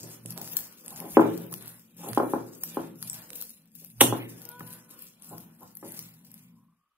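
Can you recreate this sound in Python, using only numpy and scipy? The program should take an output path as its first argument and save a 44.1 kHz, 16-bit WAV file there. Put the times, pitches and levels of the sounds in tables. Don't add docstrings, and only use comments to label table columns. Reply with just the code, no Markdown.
import sys
import numpy as np
from scipy import signal
from scipy.fft import rfft, irfft, next_fast_len
from scipy.io import wavfile
from scipy.ndimage import uniform_filter1d

SR = 44100
rng = np.random.default_rng(int(sys.argv[2]) if len(sys.argv) > 2 else 0)


def wav_out(sig):
    wavfile.write(sys.argv[1], SR, np.round(np.clip(np.atleast_2d(sig).T, -1, 1) * 32767).astype(np.int16))


def field_ratio(decibels):
    return 10 ** (np.asarray(decibels, dtype=float) / 20)


N = 307356
TIME = np.arange(N) / SR


def curve(table):
    s, *columns = np.transpose(table)
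    return [np.interp(TIME, s, column) for column in columns]


def unit(x):
    return x / np.sqrt(np.mean(x ** 2))


def colour(x, points):
    hz, db = np.transpose(points)
    size = next_fast_len(len(x))
    log_f = np.log(np.arange(size // 2 + 1) * SR / size + 1)
    weight = field_ratio(np.interp(log_f, np.log(hz), db, -80, -80))
    return unit(irfft(rfft(x, size) * weight, size)[:len(x)])


def ring(x, hz, t60):
    pole = np.exp((2j * np.pi * hz - np.log(1000) / t60) / SR)
    return signal.lfilter([0, pole.imag], [1, -2 * pole.real, abs(pole) ** 2], x)


def grains(rate, spread_db):
    hit = rng.random(N) < rate / SR
    size_db = np.minimum(spread_db * rng.exponential(size=N), 15)
    return hit * rng.standard_normal(N) * field_ratio(size_db)


def flicker(rate, db):
    k = int(SR / rate)
    steps = np.repeat(rng.standard_normal(N // k + 1), k)
    return field_ratio(db * uniform_filter1d(steps, k)[:N])


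def patches(x, edges_hz, rate, db):
    size = next_fast_len(N)
    band = np.digitize(np.arange(size // 2 + 1) * SR / size, edges_hz)
    z = rfft(x, size)
    return sum(irfft(z * (band == k), size)[:N] * flicker(rate, db) for k in range(len(edges_hz) + 1))


GATE_SHUT_S, GATE_DB_S = 6.52, 44


def swells(start, hold, db, rise, fall, quiet_db=-140., size=32):
    start, hold, db = (np.reshape(v, (-1, 1)) for v in (start, hold, db))
    t = TIME[::size]
    shape = db - rise * np.maximum(start - t, 0) - fall * np.maximum(t - start - hold, 0)
    idle = quiet_db - GATE_DB_S * np.maximum(t - GATE_SHUT_S, 0)
    return np.interp(TIME, t, np.sqrt(np.sum(field_ratio(shape) ** 2, axis=0) + field_ratio(idle) ** 2))


def ports(x, pan_db, lag):
    size = next_fast_len(N)
    f = np.arange(size // 2 + 1) / size
    left = irfft(rfft(x, size) * np.exp(-2j * np.pi * f * lag), size)[:N]
    return np.array([left * field_ratio(pan_db / 2), x * field_ratio(-pan_db / 2)])


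# centre_hz, t60_s, level_db
KITCHEN_BANDS = [(121, 0.33, 3), (318, 0.7, -5.5), (754, 0.26, -4), (2070, 0.33, 0), (5230, 0.3, 6.5),
                 (11000, 0.21, 8.5)]


def room(x, wet_db, alike, lag):
    t = np.arange(SR // 2) / SR
    tail = 0
    for hz, t60, db in KITCHEN_BANDS:
        band = signal.butter(2, [hz / 1.6, min(hz * 1.5, SR * .45)], "band", fs=SR, output="sos")
        noise = signal.sosfilt(band, rng.standard_normal((3, len(t))))
        share = np.clip(alike if hz > 200 else .95, 0, 1)
        common = np.array([np.roll(noise[0], lag), noise[0]])
        both = np.sqrt(share) * common + np.sqrt(1 - share) * noise[1:]
        decay = field_ratio(db - 60 * t / t60) * np.minimum(t / 0.0012, 1)
        tail = tail + decay * both / np.sqrt(t60 * SR / 14)
    return field_ratio(wet_db) * signal.fftconvolve(x[None], tail, axes=1)[:, :N]


def hiss():
    points = [(1200, -6), (3000, 0), (5000, -10), (16000, -14)]
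    return field_ratio(-89) * colour(rng.standard_normal(2 * N), points).reshape(2, N)


# start_s, hold_s, level_db
HORN_PARTIALS = [
    (4.49, .08, -60),
    (4.54, 0.026, -58),
    (4.53, 0.053, -62.5),
    (5.9, 0.033, -71),
]
# time_s, pitch_hz
HORN_GLIDE = [(4.4, 481), (4.5, 484), (4.55, 494), (4.62, 490), (4.7, 496), (4.9, 498)]


def far_horn():
    phase = 2 * np.pi * np.cumsum(curve(HORN_GLIDE)[0] * flicker(30, 0.05)) / SR
    out = 0
    for k, ((start, hold, db), fall_db_s) in enumerate(zip(HORN_PARTIALS, [50, 60, 65, 300])):
        gain = np.sqrt(2) * swells(start, hold, db, 140, fall_db_s) * flicker(30, 5)
        out = out + gain * np.sin((k + 1) * phase)
    return out


# time_s, pitch_hz, level_db
MOTOR_WHINE = [(6.0, 1015, -85.5), (6.3, 1034, -82), (6.6, 1026, -72), (6.8, 1150, -78), (6.97, 1225, -81)]


def far_motor():
    hz, db = curve(MOTOR_WHINE)
    blur = unit(uniform_filter1d(rng.standard_normal(N), size=250))
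    whine = field_ratio(db) * (TIME > MOTOR_WHINE[0][0]) * blur * np.sin(2 * np.pi * np.cumsum(hz) / SR)
    moan = swells(3.3, 0.099, -61, 360, 90) * unit(ring(rng.standard_normal(N), 490, 0.033))
    peep = swells(6.9, .07, -96, 300, 300) * np.sin(2 * np.pi * 3000 * TIME)
    return whine + moan + peep


# pitch_hz, width_hz
LOW_RESONANCES = [
    (119, 4.7),
    (168, 15),
    (225, 38),
]
# depth_share, offset_db
RESONANCE_REACH = [
    (1.2, -0.7),
    (0.01, 2),
    (-0.22, -2.5),
]
# start_s, hold_s, level_db, depth_db
LEANS = [(0.0, 0.013, -52, 6.5), (0.268, 0.11, -50, 4), (0.906, 0.34, -53.5, -6.5), (1.182, 0.15, -41.5, 2),
         (1.551, 0.075, -59.5, 5.5), (2.003, 0.43, -52, 3), (2.685, 0.34, -54.5, -7.5),
         (3.054, 0.11, -58, 5.5), (3.769, 0.11, -60.5, -12), (4.042, 0.067, -53.5, 19.5),
         (4.281, .03, -53.5, -1), (4.606, 0.057, -53.5, 3), (5.313, 0.065, -52.5, -8),
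         (5.83, 0.21, -56, -2), (6.2, 0.36, -61, -3)]


def rumble():
    start, hold, db, depth_db = np.transpose(LEANS)
    fall_db_s, idle_db = [92, 67, 59], [-77.5, -67, -64]
    out = 0
    for (hz, width), (share, off_db), fall, quiet_db in zip(LOW_RESONANCES, RESONANCE_REACH, fall_db_s, idle_db):
        gain = swells(start, hold, db + share * depth_db + off_db, 301.5, fall, quiet_db)
        hum = unit(ring(ring(rng.standard_normal(N), hz, 2.2 / width), hz, 0.96 / width))
        beat = (0.13 + uniform_filter1d(hum ** 2, size=1500)) ** 0.18
        out = out + gain * hum / beat
    return out * field_ratio(-132.5 * np.maximum(TIME - 6.72, 0))


# start_s, hold_s, level_db
GLASS_SPRAYS = [(1.15, .01, -44), (1.192, .04, -49), (2.176, .02, -56), (2.15, .02, -63), (4.2, 0.028, -49),
                (5.835, 0.27, -65.5), (6.3, 0.18, -73.5), (1.03, .05, -64), (.565, 0.036, -66)]
# pitch_hz, density_db (per Hz)
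SPRAY_COLOUR = [(1500, -20), (2100, 2), (2800, -3.5), (3400, -3.5), (4000, -19.5)]
# start_s, level_db
NAIL_TICKS = [(4.607, -37.5), (5.83, -48.5), (2.637, -50), (1.527, -43)]


def glass():
    spray = colour(rng.standard_normal(N), SPRAY_COLOUR) * swells(*np.transpose(GLASS_SPRAYS), 4000, 200)
    force = np.zeros(N)
    for s, db in NAIL_TICKS:
        force[int(s * SR)] = field_ratio(db)
    nails = ring(force, 1100, 0.029) + 1.4 * ring(force, 1260, 0.021) + 1.1 * ring(force, 1700, .016)
    return spray + nails


# pitch_hz, level_db, t60_s
TABLE_MODES = [(117, -28.5, 5.0), (170, -12.5, 1.3), (268, -6.5, 0.29), (300, -2.5, 0.19), (443, 0, 0.1),
               (548, -6.5, 0.43), (690, -7, 0.11), (817, -6, 0.4), (884, -8.5, 0.37), (1040, -16.5, 0.28),
               (1130, -20, 0.17), (1450, -28, 0.053), (1820, -32.5, 0.81), (2330, -16.5, 1.2)]
# lag_s, level_db
REPEATS = [
    (.0029, -10.5),
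    (.0058, -17),
]


def strike_table(blows, spread_s, click_db, push_s, count):
    s, db, hard_db, boom_db = np.transpose(blows)[:, :, None]
    late = rng.random((len(s), count, 2)).mean(axis=2)
    at = ((s + .0012 + spread_s * (late - .6)) * SR).astype(int)
    sign = np.where((rng.random(at.shape) < .5) & (count > 1), 1, -1) / np.sqrt(count)
    top, boom = np.zeros(N), np.zeros(N)
    for hz, mode_db, t60 in TABLE_MODES:
        reach = .1
        if hz < 200:
            reach = boom_db + 11.5
        elif hz > 650:
            reach = hard_db + 11.5
        force = np.zeros(N)
        force[at] = sign * field_ratio(db + reach + mode_db + 1.7 * rng.standard_normal(at.shape))
        mode = ring(force, hz, np.clip(0.097 * t60, .015, .3))
        if hz < 200:
            boom += mode
        else:
            top += mode
    force = np.zeros(N)
    force[at] = sign * field_ratio(db + hard_db + click_db)
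    top += ring(force, 840, 0.0096)
    top = signal.sosfilt(signal.butter(3, [270, 2000], "band", fs=SR, output="sos"), top)
    top = signal.sosfilt(signal.butter(4, 1750, fs=SR, output="sos"), top)
    push = signal.windows.hann(int(push_s * SR))
    out = field_ratio(-31.5) * np.convolve(top + boom, push)[:N]
    return out + sum(field_ratio(echo_db) * np.roll(out, int(lag * SR)) for lag, echo_db in REPEATS)


# start_s, peak_db, hard_part_db, boom_db
BOWL_KNOCKS = [(0.252, -35, -40, 0.5), (1.1685, 1.5, -13, -42), (1.1775, -5.5, -16, -24),
               (1.1835, -10.5, -16, -27), (1.1938, -8, -12, -30), (1.2062, -11, -15, -26),
               (1.2208, -17, -12, -30.5), (1.255, -13, -27.5, -25.5), (2.173, -8.5, -7, -43),
               (2.199, -10.5, -9.5, -39), (2.2315, -16, -24, -29), (2.334, -12.5, -8.5, -14.5),
               (2.352, -54, -29, -20), (2.362, -27, -9, -26), (2.769, -16, -11, -14.5),
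               (2.784, -25, -36.5, -5), (4.013, -8, -9.5, -12), (4.024, -16.5, -14, -10),
               (4.033, -20, -20, -10), (4.041, -17, -25, -12), (4.054, -19, -25, -10),
               (4.075, -22, -25, -10), (4.1235, -13.5, -9, -9), (4.605, -35.5, -8.5, -1),
               (5.826, -31.5, -16, -12.5)]
# start_s, peak_db, hard_part_db, boom_db
BATTER_PLOPS = [(0.048, -34.5, -44, -6), (0.379, -49.5, 9, 1.5), (.41, -49, 7.5, -5), (0.54, -49, -8, 9),
                (0.882, -42.5, -14, -10.5), (0.925, -47.5, 3.5, -9), (1.004, -36.5, -11, -16.5),
                (1.025, -33.5, -5.5, -11), (1.049, -30.5, -6.5, -8), (1.075, -36.5, -6, -11),
                (1.525, -36.5, -13, 2), (2.009, -54, 4, -15.5), (2.048, -44.5, 9, -26),
                (2.075, -29, -3.5, -16), (2.106, -26.5, -31, -2.5), (3.834, -45.5, -25.5, -12.5),
                (5.33, -41.5, 5, 5), (5.343, -42, -4, 1.5), (5.625, -42, 1, -1.5),
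                (5.848, -32.5, -10.5, -8), (5.875, -35, -20, -6)]


def thuds():
    hard = strike_table(BOWL_KNOCKS, 0, 3.0, 0.00051, count=1)
    soft = strike_table(BATTER_PLOPS, 0.04, 1.7, .0009, count=24)
    return field_ratio(5.5) * hard + field_ratio(1.0) * soft


# pitch_hz, level_db, t60_s
KITCHEN_MODES = [(260, -54.5, 0.36), (330.8, -51.5, 0.36), (423, -51, 0.15), (496, -51.5, 0.17)]


def hollow(thud):
    return sum(field_ratio(db) * ring(thud, hz, t60) for hz, db, t60 in KITCHEN_MODES)


# pitch_hz, density_db (per Hz)
SLAP_COLOUR = [(240, -34), (400, -2.5), (780, -14), (1030, -7.5), (1980, -9), (3200, -2.5), (4170, -18),
               (5260, -26.5), (5780, -11.5), (7410, -13), (8650, -7.5), (10300, -9.5), (14900, -14.5),
               (15600, -19), (16400, -32.5)]


def slap():
    start_s, rise_db_s = 4.0095, 5500.5
    crack = swells(start_s, 0.005, -6, rise_db_s, 3000.5)
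    tail = swells(start_s, 0.0039, -31.5, rise_db_s, 1102)
    volley = colour(grains(24000, 2.5), SLAP_COLOUR) * (crack + tail)
    return signal.sosfilt(signal.butter(2, 450, "high", fs=SR, output="sos"), volley)


# start_s, peak_db, pitch_hz, low_part_db, left_minus_right_db
LARGE_POCKETS = [(0.2593, -25, 10000, -24, -8.5), (0.3055, -20.5, 12100, -47, 7),
                 (0.323, -32, 10900, -19, 19), (0.3765, -25.5, 11800, -14, -11),
                 (0.4756, -31.5, 12700, -13, 8), (0.5682, -7, 14180, -31, 10.5),
                 (.5712, -20.5, 13950, -28, 8), (0.5757, -19, 13440, -36, 6.5),
                 (.5892, -23.5, 11700, -26, 6), (0.8805, -23.5, 8990, -19, 1), (0.9607, -29, 6800, -20, 7),
                 (1.002, -25, 12200, -25.5, 18.5), (1.5273, -26.5, 10500, -32, -14),
                 (1.5394, -23.5, 12400, -20, 18.5), (1.6782, -21, 14070, -29.5, -3.5),
                 (2.132, -33, 9730, -16, -20), (2.1793, -27.5, 11000, -7, 7),
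                 (2.6357, -10.5, 13560, -28, 1), (3.0265, -17.5, 11000, -16.5, 7.5),
                 (3.0984, -16, 8270, -37, 13.5), (3.3036, -36.5, 8900, -17.5, -20),
                 (3.3314, -26.5, 13000, -19, -4), (3.423, -21, 14030, -20.5, 13),
                 (3.7521, -30.5, 15490, -33, 17), (5.2924, -29.5, 8070, -36, 6),
                 (5.9913, -18, 14400, -31.5, 3)]
# start_s, peak_db, pitch_hz
SMALL_POCKETS = [(0.4149, -21, 15400), (.5157, -27.5, 14500), (0.5985, -27, 14600), (0.6058, -24, 13500),
                 (1.1457, -32.5, 11000), (1.3764, -24, 14600), (1.4176, -31.5, 11300), (1.6245, -30, 11000),
                 (1.9669, -40, 11330), (2.1481, -24, 10500), (2.7102, -37, 10800), (3.131, -23.5, 12500),
                 (3.3715, -34, 10600), (3.4126, -20, 12100), (3.5046, -30.5, 13700), (3.8467, -27, 13300),
                 (4.4176, -30.5, 12700), (4.4522, -26.5, 13600), (4.4895, -24, 13000), (4.5957, -27, 15000),
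                 (4.9903, -32, 15100), (5.0225, -28, 11900), (5.222, -31, 9800), (5.3813, -27.5, 13310),
                 (5.7523, -29.5, 11900), (5.7703, -27, 12030), (5.9207, -26.5, 11800), (6.2491, -37, 15030),
                 (6.316, -31.5, 11740), (6.3416, -31.5, 11100),
                 (0.0393, -38, 13000), (0.0897, -34, 12100), (0.1381, -38, 15200), (0.3834, -30, 8140),
                 (0.4294, -36, 11500), (0.4894, -32, 11400), (0.8465, -35, 14100), (1.6586, -31, 13800),
                 (2.0168, -37, 9640), (2.5491, -45, 11200), (2.5671, -42, 15200), (2.8165, -37, 11900),
                 (3.0464, -36, 10700), (3.1914, -36, 10700), (3.2196, -34, 12000), (3.3534, -31, 10200),
                 (3.4524, -35, 10400), (3.4944, -31, 10500), (3.5678, -46, 10700), (3.6566, -46, 14200),
                 (3.8003, -39, 15400), (4.2936, -37, 11100), (4.5161, -35, 10100), (4.6753, -34, 12300),
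                 (4.7047, -33, 13500), (4.8928, -42, 12100), (4.9117, -38, 11900), (5.4051, -38, 10800),
                 (5.5493, -48, 11900), (5.6072, -40, 12200), (5.6311, -37, 12800), (5.7149, -46, 13400),
                 (5.8835, -35, 11000), (6.0257, -33, 10400), (6.0871, -39, 13400),
                 (.8614, -30, 11800), (1.512, -30, 14300), (2.1141, -30, 9260), (3.4054, -29, 13000),
                 (4.5815, -41, 13400), (5.1991, -47, 14000), (5.2674, -41, 10300), (5.907, -35, 11000)]


def pops():
    small = map(tuple, SMALL_POCKETS)
    rows = LARGE_POCKETS + [row + (-31.5, 8) for row in small]
    s, db, hz, low_db, pan_db = np.transpose(rows)[:, :, None]
    lead_s = .007
    t = np.arange(1024) / SR - lead_s
    burst = np.exp(-np.abs(t - .0006) / np.where(t > .0006, .0007, .0004))
    skirt = .05 * np.exp(-np.abs(t) / np.where(t > 0, .004, .0025))
    spit = rfft(rng.standard_normal((len(rows), len(t))) * (burst + skirt))
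    f = np.arange(513) * SR / 1024 + 1
    high = np.exp(-(np.log2(f / hz) / 0.19) ** 2) + 0.14 * (f > 4200)
    low = field_ratio(low_db + 9.0) * np.exp(-(np.log2(f / 2600) / 1.7) ** 2)
    peak = np.abs(irfft(spit * high)).max(axis=1, keepdims=True)
    shots = irfft(spit * (high + low)) / peak * field_ratio(db - 2.0)
    out, pan, weight = np.zeros((3, N + 1024)) + 1e-18
    for start, shot, side in zip(((s[:, 0] - lead_s) * SR).astype(int), shots, pan_db[:, 0]):
        out[start:start + 1024] += shot
        pan[start:start + 1024] += side * shot ** 2
        weight[start:start + 1024] += shot ** 2
    side_db = uniform_filter1d(pan, size=64) / (uniform_filter1d(weight, size=64) + 1e-12)
    return out[:N], side_db[:N]


# pitch_hz, density_db (per Hz)
CRACKLE_COLOUR = [(1060, -38.5), (1800, -21.5), (2730, -8), (2960, -13.5), (4370, -8.5), (5300, -7.5),
                  (8810, -8), (10800, -4), (14900, -3), (15900, -10), (16400, -28)]
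# pitch_hz, density_db (per Hz)
SQUELCH_COLOUR = [(180, -25), (300, 3.5), (445, -2.5), (505, 3), (615, -6.5), (922, -4.5), (1220, -8),
                  (1340, -8), (1750, -14), (2400, -15.5), (3600, -18.5), (4680, -40.5)]
# start_s, hold_s, crackle_db, squelch_db
FINGER_PULLS = [(0.0, 0.097, -53, -58.5), (0.29, 0.25, -49.5, -57), (0.545, 0.17, -55.5, -63.5),
                (0.856, 0.083, -53, -58), (0.975, 0.21, -48.5, -56), (1.217, 0.2, -55, -56),
                (1.543, 0.081, -48.5, -60), (2.001, 0.23, -52.5, -53), (2.078, 0.11, -52, -66),
                (2.33, 0.23, -57.5, -64.5), (2.642, 0.17, -54.5, -59), (3.03, 0.16, -52, -61),
                (3.331, 0.072, -47, -65.5), (3.761, 0.11, -57, -75.5), (4.024, 0.079, -44, -52),
                (4.285, 0.22, -57, -61.5), (4.594, 0.16, -53, -62), (4.908, 0.16, -58.5, -67),
                (5.22, 0.13, -57.5, -70), (5.316, .06, -62.5, -61), (5.595, 0.086, -62.5, -69),
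                (5.751, 0.21, -64.5, -77.5), (5.853, 0.2, -54, -64.5), (6.253, 0.15, -65, -76)]


def pulls():
    start, hold, crackle_db, squelch_db = np.transpose(FINGER_PULLS)
    rise_db_s = 350
    tearing = swells(start, hold, crackle_db, rise_db_s, 105.5, -80.5)
    wetness = swells(start, hold, squelch_db, rise_db_s, 74.5, -82.5)
    fizz = grains(1100, 4) + .25 * rng.standard_normal(N)
    tear = patches(colour(fizz, CRACKLE_COLOUR), [4500, 9000, 12500], 14, 3)
    tear = tear * tearing * flicker(60, 4.0)
    bubbles = grains(1700, 2.0) + 0.43 * rng.standard_normal(N)
    wet = patches(colour(bubbles, SQUELCH_COLOUR), [600, 1000, 1500, 2200], 9, 3.5)
    wet = wet * np.minimum(wetness, field_ratio(-53)) * flicker(15, 2.5)
    return tear, wet


def scene():
    tear, wet = pulls()
    pop, pop_pan_db = pops()
    smack = slap()
    thud = thuds()
    near = ports(tear, 6, 4.43) + ports(pop, pop_pan_db, 4.58)
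    near = near + ports(smack, .1, 3.5) + ports(wet + glass(), 0.27, 6.6)
    low = ports(thud + hollow(thud), 0.33, 0.34)
    low = low + ports(rumble() + far_horn() + far_motor(), .2, 1.5)
    treble = field_ratio(-13) * pop + field_ratio(-9) * tear + field_ratio(-10) * smack
    walls = room(treble, 0, 0.17, 3.3) + room(wet, 3.1, 0.2, 1) + room(thud, 2.5, 0.22, 0)
    return hiss() + near + low + walls


# pitch_hz, left_minus_right_db
PORT_LEAN = [(60, -2.5), (110, -3.5), (200, 2.5), (380, 2.5), (700, -1), (1290, 1.5), (2380, -1),
             (4400, -0.5), (8120, -5), (15000, 4)]


def port_colour(x):
    size = next_fast_len(N)
    f = np.arange(size // 2 + 1) * SR / size
    lean = np.interp(f, *np.transpose(PORT_LEAN)) * np.array([[.5], [-.5]])
    return irfft(rfft(x, size) * field_ratio(lean), size)[:, :N]


def gate_murmur(x):
    loudness = np.abs(uniform_filter1d(np.mean(x ** 2, axis=0), size=4000)) ** .3
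    alike = colour(rng.standard_normal(N), [(12, -7.0), (45, -5), (70, 2.0), (95, -9.0)])
    opposed = colour(rng.standard_normal(N), [(12, 0), (30, 0.5), (45, -13)])
    return loudness * (field_ratio(-51.5) * alike + field_ratio(-59.5) * opposed * np.array([[1], [-1]]))


def thin_treble(x, under_db, scatter_db):
    _, _, z = signal.stft(x, SR, nperseg=1024)
    mid = slice(35, 210)
    bands = z[:, mid].reshape(2, 25, 7, -1)
    power = 10 * np.log10(np.mean(np.abs(bands) ** 2, axis=(0, 2)) + 1e-18)
    dip = np.clip(power - uniform_filter1d(power, size=15), -4, 12)
    luck = uniform_filter1d(rng.standard_normal(power.shape), size=5) * scatter_db
    spared = 2.5 * np.maximum(7 - np.arange(25), 0)[:, None]
    keep = 1 / (1 + np.exp(-np.clip(2 * (dip + luck + under_db + spared), -30, 30)))
    bar = np.clip(np.arange(175) / 60, 0, .6)[:, None] * np.repeat(10 ** (power / 10), 7, axis=0)
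    strong = np.mean(np.abs(z[:, mid]) ** 2, axis=0) > bar
    click = np.clip((np.mean(dip, axis=0) - 3.5) / 2, 0, 1)
    thinned = (.008 + np.repeat(keep, 7, axis=0)) * (.15 + .95 * strong)
    z[:, mid] *= .8 * click + (1 - click) * thinned
    return signal.istft(z, SR, nperseg=1024)[1][:, :N]


def top_cut(x):
    return signal.sosfilt(signal.butter(12, 16500, fs=SR, output="sos"), x)


def record(dry):
    x = port_colour(dry)
    x = signal.sosfilt(signal.butter(4, 105, "high", fs=SR, output="sos"), x) + field_ratio(-34) * x
    x = x + gate_murmur(x)
    x = signal.sosfilt(signal.ellip(8, .2, 30, 15700, fs=SR, output="sos"), x)
    rounded = x / (1 + x ** 6) ** (1 / 6)
    mix = thin_treble(rounded, 3, 16)
    return top_cut(mix)


dry = scene()
out = record(dry)
wav_out(out)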